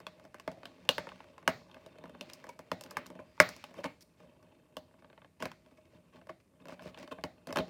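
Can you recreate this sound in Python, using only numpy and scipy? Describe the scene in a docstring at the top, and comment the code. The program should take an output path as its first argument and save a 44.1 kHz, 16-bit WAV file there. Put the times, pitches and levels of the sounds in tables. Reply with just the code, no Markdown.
"""Small hard plastic pieces are turned over and set down on a table close to a microphone in a quiet room.
Each contact is a noise-burst crack, a short ring of the shells and a knock in the table top, from decaying modes.
Between contacts, trains of small slips rub, shuffle and creak; a thin faint tone swells once.
Sparse echoes give a short room tail, over coloured noise for the room air."""
import sys
import numpy as np
from scipy import signal
from scipy.io import wavfile
from scipy.ndimage import uniform_filter1d

SR = 44100
rng = np.random.default_rng(int(sys.argv[2]) if len(sys.argv) > 2 else 0)


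def dump_mix(stems):
    """Bounce the given channels to the path in sys.argv[1] as a 16-bit WAV at rate SR."""
    frames = np.atleast_2d(stems).T  # one column per channel
    limited = np.clip(frames, -1, 1)  # hard clip at full scale
    pcm = np.round(limited * 32767).astype(np.int16)
    wavfile.write(sys.argv[1], SR, pcm)


def to_linear_factor(level_db):
    """Convert decibel levels (scalar or array-like) to linear amplitude factors."""
    exponent = np.asarray(level_db, float) / 20
    return 10 ** exponent


N = 339129

# modes of table top, hollow parts and plastic shells: pitch_hz, level_db, t60_s
MODES = [(88.5, -9, 0.047), (144.2, -10, 0.056), (179.3, -7, 0.1), (259.7, -4, 0.072), (340, -5.5, .06),
         (455, -5, 0.038), (555, -3, 0.05), (619.3, -4.5, 0.098), (853, -8.5, 0.041), (978, -6.5, 0.027),
         (1100, -6, 0.029), (1214, -10.5, 0.021), (1498, -7.5, 0.018), (1707, -4, 0.011),
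         (2160, -8.5, 0.011), (2600, -5, 0.018), (2746, -6.5, 0.019), (3100, -5, 0.016),
         (3610, -8.5, 0.019), (4300, -9.5, 0.013)]
# hands at work, interpolated: time_s, pressure_db, dry_db (dry scrape re pressure)
HANDS = [(0.0, -59, -19.5), (0.3, -68, -8.5), (0.92, -59, -12), (1.07, -57, -12), (1.22, -62, -7),
         (1.6, -61.5, -26), (1.82, -60, -10), (2.08, -59, -26), (2.3, -58, -6.5), (2.6, -67.5, -10),
         (2.98, -55, -13), (3.19, -62, -19), (3.4, -76, 8), (3.57, -63.5, 1), (3.79, -64, -6.5),
         (3.96, -79.5, -5), (4.25, -65, -15.5), (5.1, -69, -19), (5.3, -78.5, -5.5), (5.68, -72.5, -7),
         (5.97, -66.5, -14), (6.38, -84, -1.5), (6.64, -66.5, -21), (6.9, -61.5, -22), (7.13, -67.5, -17),
         (7.5, -67, -17), (7.69, -57, -22)]
# spectrum of cracks and fine hiss: pitch_hz, level_db
CRACK_SPECTRUM = [(2500, -20.5), (4000, -2.5), (5000, 5.5), (7000, -2.5), (10000, -6), (12500, -8),
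                  (15000, -10.5), (16400, -18), (17000, -49)]


def evened(x):
    """Scales to rms 1."""
    return x / np.sqrt(np.mean(x ** 2) + 1e-20)


def read(points, hz):
    """Reads a table over a log-frequency axis."""
    point_hz, value = np.transpose(points)
    return np.interp(np.log(hz + 1), np.log(point_hz + 1), value)


def coloured(x, spectrum):
    """Minimum-phase filter of unit energy, shaped by a spectrum in dB."""
    half = read(spectrum, np.fft.rfftfreq(2048, 1 / SR)) * np.log(10) / 20
    log_gain = np.r_[half, half[-2:0:-1]]
    taps = np.fft.ifft(np.exp(np.conj(signal.hilbert(log_gain)))).real[:1024]
    return signal.oaconvolve(x, taps / np.linalg.norm(taps))[:len(x)]


def add(mix, start_s, sound):
    """Mixes a sound in at a time."""
    part = mix[max(round(start_s * SR), 0):][:len(sound)]
    part += sound[:len(part)]


def air():
    """Low room hum and microphone hiss: shaped noise, drifting a little in patches of time and frequency."""
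    # spectrum: pitch_hz, density_db (per Hz, relative)
    spectrum = [(18, -25), (30, -8.5), (93, 3.5), (314, -4), (480, -9.5), (593, -10), (752, -21.5),
                (1150, -18), (1310, -22.5), (2280, -34), (6050, -31), (9200, -28), (11500, -33.5),
                (14500, -32.5), (16500, -50.5)]
    level_db, drift_db = -69, 0.65
    frames, hz = N // 256 + 5, np.fft.rfftfreq(1024, 1 / SR)
    real, imag, patches = rng.standard_normal((frames, 513, 3)).T
    patches = uniform_filter1d(uniform_filter1d(patches, 12, 0), 14, 1)
    gain_db = read(spectrum, hz)[:, None] + drift_db * evened(patches)
    noise = signal.istft((real + 1j * imag) * to_linear_factor(gain_db), nperseg=1024, noverlap=768)[1][:N]
    return to_linear_factor(level_db) * evened(noise)


def room(x):
    """Sparse taps of random sign, each band dying at its own speed; three tails take turns."""
    # decay by band: pitch_hz, t60_s, energy_db
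    decay = np.array([(148.2, 0.38, -8.5), (560, 0.25, -5.5), (1460, .22, -14), (2964, 0.27, -10),
                      (6100, 0.62, -15), (9500, 0.42, -9.5), (14500, 0.31, -7)])
    ripple_db = 3.5  # nearby objects colour each tail unevenly
    turns_hz = 3.1 / 2
    slots = np.arange(130, SR // 2 - 20, 20)
    at = slots + rng.integers(0, 20, (3, len(slots)))
    taps = np.zeros((3, SR // 2))
    np.put_along_axis(taps, at, rng.choice([-1., 1.], at.shape), 1)
    hz, t, z = signal.stft(taps, SR, nperseg=128)
    t60_s = read(decay[:, [0, 1]], hz)[:, None]
    energy_db = read(decay[:, [0, 2]], hz)[:, None]
    energy_db = energy_db + ripple_db * rng.standard_normal((3, len(hz), 1))
    # shorter tails start higher, so that each band carries the energy its dB gives
    fall = to_linear_factor(energy_db - 60 * t / t60_s) / np.sqrt(t60_s * 160)
    tails = signal.istft(z * fall, SR, nperseg=128)[1]
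    phase = 2 * np.pi * turns_hz * np.arange(N) / SR + np.pi * np.arange(3)[:, None] / 3
    turns = np.cos(phase) * np.sqrt(2 / 3)  # squares sum to 1
    return signal.fftconvolve(x * turns, tails, axes=1)[:, :N].sum(0)


def whistle():
    """A thin steady sine that swells in and out."""
    # one tone: start_s, end_s, level_db, fade_share (of its length)
    start_s, end_s, level_db, fade_share = (3.23, 3.385, -80.5, .5)
    pitch_hz = 4785
    t = np.arange(start_s, end_s, 1 / SR)
    swell = signal.windows.tukey(len(t), fade_share)
    return start_s, to_linear_factor(level_db) * swell * np.sin(2 * np.pi * pitch_hz * t)


def creaks():
    """A squeezed shell: noise for fast uneven slips, held in its narrow resonances."""
    # squeezes: start_s, end_s, level_db (rms before the swell), size (factor on pitch)
    squeezes = [(2.481, 2.512, -47, .92), (3.186, 3.215, -51, 0.98), (3.841, 3.876, -40.5, .9),
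                (7.107, 7.137, -41, 0.991)]
    # shell resonances: pitch_hz, width_hz, level_db
    resonances = [(560, 20, -3.5), (1050, 38, 4), (1530, 36, -38), (1890, 21, -33), (2440, 49, -7.5)]
    settle = 400  # samples for the resonances to build up
    out = np.zeros(N)
    for start_s, end_s, level_db, size in squeezes:
        length = round((end_s - start_s) * SR)
        slips = rng.standard_normal(length + settle)
        shell = np.zeros(length + settle)
        for pitch_hz, width_hz, mode_db in resonances:
            peak = signal.iirpeak(pitch_hz * size, pitch_hz / width_hz, SR)
            shell += to_linear_factor(mode_db) * evened(signal.lfilter(*peak, slips))
        add(out, start_s, to_linear_factor(level_db) * evened(shell[settle:]) * np.hanning(length))
    return out


def table_modes(rise_cycles=.8):
    """Envelope and phase, one row a mode; low modes build up slower as the bending wave spreads."""
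    t = np.arange(4000) / SR
    hz, level_db, t60_s = np.transpose(MODES)[:, :, None]
    rise = 1 - np.exp(-t * hz / rise_cycles)
    return to_linear_factor(level_db - 60 * t / t60_s) * rise, 2 * np.pi * hz * t


def grains(per_s, size_db):
    """Dense slips of random sign, some larger, arriving in mild clumps."""
    clump_db = 2.5 * evened(uniform_filter1d(rng.standard_normal(N), 400))
    size = to_linear_factor(size_db * np.minimum(rng.exponential(1, N), 3)) * rng.choice([-1., 1.], N)
    return evened(to_linear_factor(clump_db) * size * (rng.random(N) < per_s / SR))


def shuffle():
    """Slips shake every table mode; finer slips give the dry scrape and hiss of plastic on plastic."""
    # short firm strokes: start_s, end_s, drag_db, scrape_db, hiss_db
    strokes = [(3.739, 3.826, -51.5, -76, -72), (3.831, 3.868, -39, -50, -79),
               (4.005, 4.035, -79.5, -75.5, -62), (4.164, 4.27, -70.5, -80, -85.5),
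               (4.983, 5.008, -72.5, -74.5, -87), (5.392, 5.469, -49.5, -59.5, -70.5),
               (5.71, 5.722, -69.5, -76.5, -81.5), (5.771, 5.791, -66, -72, -86),
               (5.853, 5.857, -67.5, -74, -84), (5.91, 5.987, -71.5, -77.5, -90),
               (6.397, 6.415, -74.5, -74, -82), (6.119, 6.201, -56.5, -74.5, -86.5),
               (6.286, 6.31, -52, -64, -75), (6.598, 6.63, -61, -80, -87), (6.68, 6.755, -58, -59.5, -81),
               (6.795, 6.919, -59.5, -63, -75), (6.954, 7.06, -54, -60, -93), (7.108, 7.131, -41, -68, -88),
               (7.478, 7.511, -45.5, -61, -80), (7.546, 7.616, -34.5, -57, -77)]
    # dry scrape spectrum: pitch_hz, level_db
    scrape_spectrum = [(600, -9), (1200, 0.5), (2400, 7.5), (3300, -2.5), (5000, -2), (8000, -13),
                       (12000, -27), (16000, -20)]
    time_s, drag_db, dry_db = np.transpose(HANDS)
    t = np.arange(N) / SR
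    drag_force = to_linear_factor(np.interp(t, time_s, drag_db))
    scrape_force = to_linear_factor(np.interp(t, time_s, drag_db + dry_db))
    hiss_force = np.zeros(N)
    for start_s, end_s, *levels_db in strokes:
        press = signal.windows.tukey(round((end_s - start_s) * SR), .5)
        for force, level_db in zip((drag_force, scrape_force, hiss_force), levels_db):
            add(force, start_s, to_linear_factor(level_db) * press)

    envelope, phase = table_modes()
    hz = np.transpose(MODES)[0][:, None]
    rings = envelope * np.sin(phase) * to_linear_factor(-4.0 * np.log2(1 + hz / 700))  # soft slips favour low modes
    slips = drag_force * grains(3000, 2.8)
    mode = rng.integers(0, len(MODES), N)  # each slip shakes one mode
    drag = sum(signal.oaconvolve(slips * (mode == k), ring)[:N] for k, ring in enumerate(rings))
    drag *= np.sqrt(len(MODES)) / np.linalg.norm(rings)
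    scrape = coloured(scrape_force * grains(3000, 3.3), scrape_spectrum)
    hiss = coloured(hiss_force * grains(16000, 1.5), CRACK_SPECTRUM)
    return drag + scrape + hiss


def blows():
    """Listed contacts, random faint ticks and soft heavy thuds: start_s, then dB of clack, thump, knock, snap, edge."""
    # contacts: start_s, level_db, then re level: weight_db (into the table, before its split), snap_db, edge_db
    listed = [(0.067, -34, -17.5, 0, -16), (0.197, -49, -10, -9, -18), (0.251, -48, 1.5, -11, -14.5),
              (0.344, -38, -11, -14.5, -18), (0.384, -58, -2, -2, -13), (0.398, -42.5, -13, -3.5, -10),
              (0.477, -27.5, -4.5, -11, -22.5), (0.516, -49, 11.5, -4, -8), (0.573, -53.5, 9, -9, -31),
              (0.632, -42, -9, -6, -26), (0.655, -36.5, -12, 2, -15), (0.89, -17, -12, 6, -9),
              (0.981, -22.5, -11, -8, -18.5), (1.07, -35, -9.5, -17, -29), (1.09, -38, -22, -3, -23),
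              (1.118, -41, -17, -11, -34), (1.158, -52.5, -15, -1, -18), (1.204, -40, -16, -12, -30),
              (1.242, -50.5, -6, -6, -18), (1.38, -43, -19, -9.5, -20), (1.428, -46.5, -9, -21, -26),
              (1.477, -11, -15, -10, -17.5), (1.714, -52, -22, 3.5, -19), (1.744, -42, -19, -5.5, -20),
              (1.767, -47, -5, -19, -37), (1.862, -46.5, 1.5, -1, -11), (1.956, -51, -1, -16, -25),
              (1.985, -50.5, 4, -1.5, -15), (2.039, -42, -2, -10, -19), (2.056, -45.5, -16, -10, -19),
              (2.095, -48, -2, -7, -14.5), (2.149, -44.5, -7, -12, -26), (2.21, -38.5, 0.5, 7, -7),
              (2.299, -46, -30, 2.5, -7), (2.334, -54.5, -11, 6, 11.5), (2.441, -37.5, -12, -22, -19),
              (2.468, -44, -2, -11, -17), (2.491, -45, -4.5, -5, -5), (2.591, -39.5, -1, -12.5, -12),
              (2.716, -23.5, -6, -6.5, -18), (2.81, -43, -7, -3, -0.5), (2.837, -48, -9, 4, 1.5),
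              (2.862, -45.5, -5, -3, -15), (2.909, -52, -15, -5, 7), (2.969, -22, -17.5, -15, -17),
              (3.06, -43.5, -20, -6, -15), (3.065, -50.5, -4, -2, 3.5), (3.102, -44, 3, -11, -15),
              (3.153, -46, 4, -13, -22), (3.191, -42.5, 4.5, -23, -34), (3.401, -2, -20, -12.5, -17),
              (3.49, -37, -4.5, -19, -4.5), (3.564, -51, -4, 0, 0), (3.64, -34.5, -23, -2, -14),
              (3.741, -43.5, -11, -15, -17), (3.786, -40, 5, -27, -32), (3.842, -25, -10, -11, -22.5),
              (4.008, -65, -3.5, 9, 4), (4.203, -51, -7, -13.5, -21.5), (4.768, -36.5, -0.5, 2, -8),
              (5.023, -53.5, -2.5, -10, -25), (5.045, -48.5, -4.5, -9.5, -31), (5.1, -50, -6.5, -7, -25.5),
              (5.129, -49, -8, -5, -31), (5.177, -46.5, -9.5, -9, -40), (5.218, -48.5, -7.5, -5.5, -33),
              (5.246, -48, -6.5, -7.5, -29), (5.403, -40.5, -4, -8, -17), (5.424, -24.5, -7.5, -9.5, -15),
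              (5.455, -26.5, -11.5, -8, -17), (5.516, -40.5, -24.5, -3.5, -17), (6.159, -53, -4.5, -7, -17),
              (6.214, -49.5, -5, -9.5, -27), (6.27, -50.5, -0.5, -10, -14),
              (6.294, -34.5, -8.5, -16.5, -27.5), (6.655, -42, -3, -9, -19), (6.671, -48, 1, -8, -18),
              (6.684, -43.5, 1, -1, -11), (6.695, -42, -8, -13, -24), (6.723, -42, -1, -16, -19),
              (6.794, -41, -19, -9, -25), (6.822, -45.5, 1, -6, -15), (6.858, -45.5, 7, -16, -25),
              (6.877, -46, -11, -14, -24), (6.945, -43, -19, 0.5, -24), (6.975, -43.5, -5, -4, -20),
              (6.988, -46, -2, -9, -12), (7.028, -44, -3, -8, -13.5), (7.076, -42.5, -8, -3, -16),
              (7.186, -41.5, 0, -25, -36), (7.211, -66.5, 15, 8, -8), (7.238, -25.5, -4.5, -9.5, -16),
              (7.471, -38.5, 0, -7.5, -8), (7.49, -40.5, 1, -16, -22), (7.506, -33.5, -5.5, -17, -23),
              (7.526, -33.5, 0, -3.5, -9), (7.559, -23, -8, -5.5, -15.5), (7.571, -23, -7, -6, -14.5),
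              (7.586, -26, -5, 1, -15), (3.378, -44, -15, -11, -29.5), (4.911, -57.5, -5, -15, -25),
              (4.94, -57.5, 0.5, -12, -27)]
    # soft heavy weights landing on the table: start_s, level_db
    thuds = [(0.573, -49), (1.485, -32.5), (2.04, -45), (3.785, -45), (4.77, -43), (5.43, -35), (6.86, -36),
             (7.575, -28.5), (7.591, -27)]
    tick_count, tick_spread_db = 30, 5.5
    tick_db = np.array([6, -5, -12.5, -20.5])  # level re hand pressure; weight, snap, edge re level
    time_s, pressure_db, _ = np.transpose(HANDS)
    t = np.linspace(0, (N - 1) / SR, 800)
    # ticks come more often while the hands are busy
    busy = np.cumsum(to_linear_factor(np.interp(t, time_s, pressure_db)))
    tick_s = np.interp(rng.random(tick_count) * busy[-1], busy, t)
    ticks = np.c_[tick_s, tick_db + tick_spread_db * rng.standard_normal((tick_count, 4))]
    ticks[:, 1] += np.interp(tick_s, time_s, pressure_db)

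    start_s, level_db, weight_db, snap_db, edge_db = np.r_[listed, ticks].T
    thump_db = -2.5 + 0.87 * weight_db  # low modes
    knock_db = 0.64 * weight_db  # middle modes
    lift_db = 60  # all but a thud's low modes lie this far down
    thud_rows = [(when_s, thud_db - lift_db, lift_db, 0, 0, 0) for when_s, thud_db in thuds]
    return np.r_[np.c_[start_s, level_db, thump_db, knock_db, snap_db, edge_db], thud_rows]


def radiated(struck):
    """Summed over all directions a contact is a plain click, without the sharp peaks heard at one spot."""
    # bands of clack, thump, knock, snap, edge: low_hz, high_hz
    bands = [(1000, 2200), (90, 380), (420, 800), (2200, 4500), (4500, 16000)]
    start_s, level_db, *rel_db = struck.T
    at = np.round(start_s * SR).astype(int)
    out = np.zeros(N)
    for band, band_db in zip(bands, [0 * level_db] + rel_db):
        sos = signal.butter(2, band, "bandpass", fs=SR, output="sos")
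        click = signal.sosfilt(sos, signal.unit_impulse(2048))
        train = np.bincount(at, to_linear_factor(level_db + band_db), N)
        out += signal.oaconvolve(train, click / abs(click).max())[:N]
    return out


def contacts(struck):
    """Each contact meets the modes unevenly, a little detuned by where it lands, cracks, and chatters as it settles."""
    # limits between thump, knock, clack and snap modes: edge_hz
    range_edges = [400, 700, 2200]
    crack_peak_ms, chatter_db, chatter_decay_ms = 0.59, -13.5, 15.0
    spread_db, detune, rebound, harden = 1.5, .04, .07, 0.45
    envelope, phase = table_modes()
    hz = np.transpose(MODES)[0]
    group = np.searchsorted(range_edges, hz)
    slope_octaves = np.log2(hz / 1400) * (group == 2)
    ms = np.arange(1200) / SR * 1000
    spike = ms / crack_peak_ms * np.exp(1 - ms / crack_peak_ms)
    settle = to_linear_factor(chatter_db) * np.exp(-ms / chatter_decay_ms)
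    cracks, tones = np.zeros((2, N))
    for start_s, level_db, thump_db, knock_db, snap_db, edge_db in struck:
        add(cracks, start_s, to_linear_factor(level_db + edge_db) * rng.standard_normal(1200) * (spike + settle))
        uneven, pitch, offset = rng.standard_normal((3, len(MODES), 1))
        drive_db = level_db + np.array([thump_db, knock_db, 0, snap_db])[group]
        drive_db += harden * max(level_db + 29.5, 0) * slope_octaves  # harder blows tilt the clack upwards
        gain = to_linear_factor(drive_db[:, None] + spread_db * uneven)
        ring = (gain * envelope * np.sin(phase * (1 + detune * pitch) + 2 * offset)).sum(0)
        bounces = np.r_[1, rebound * settle * rng.standard_normal(1200)]
        add(tones, start_s, signal.fftconvolve(ring, bounces))
    return tones + coloured(cracks, CRACK_SPECTRUM)


def scene():
    """The hands' work, its echo and the room air."""
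    struck = blows()
    hits = contacts(struck)
    rubs = shuffle() + creaks()
    add(rubs, *whistle())
    echo = room(rubs + to_linear_factor(5.0) * radiated(struck))
    return (hits + rubs + echo + air())[None]


def roll_off(x):
    """The treble ends steeply here."""
    return signal.sosfilt(signal.butter(12, 16660, fs=SR, output="sos"), x)


def record(dry):
    """The microphone cuts the deepest bass steeply; the input stage rounds off the highest peak."""
    ceiling, knee = .93, 6
    cut = signal.sosfilt(signal.butter(4, 55, "highpass", fs=SR, output="sos"), dry)
    mix = cut / (1 + abs(cut / ceiling) ** knee) ** (1 / knee)
    return roll_off(mix)


dry = scene()
out = record(dry)
dump_mix(out)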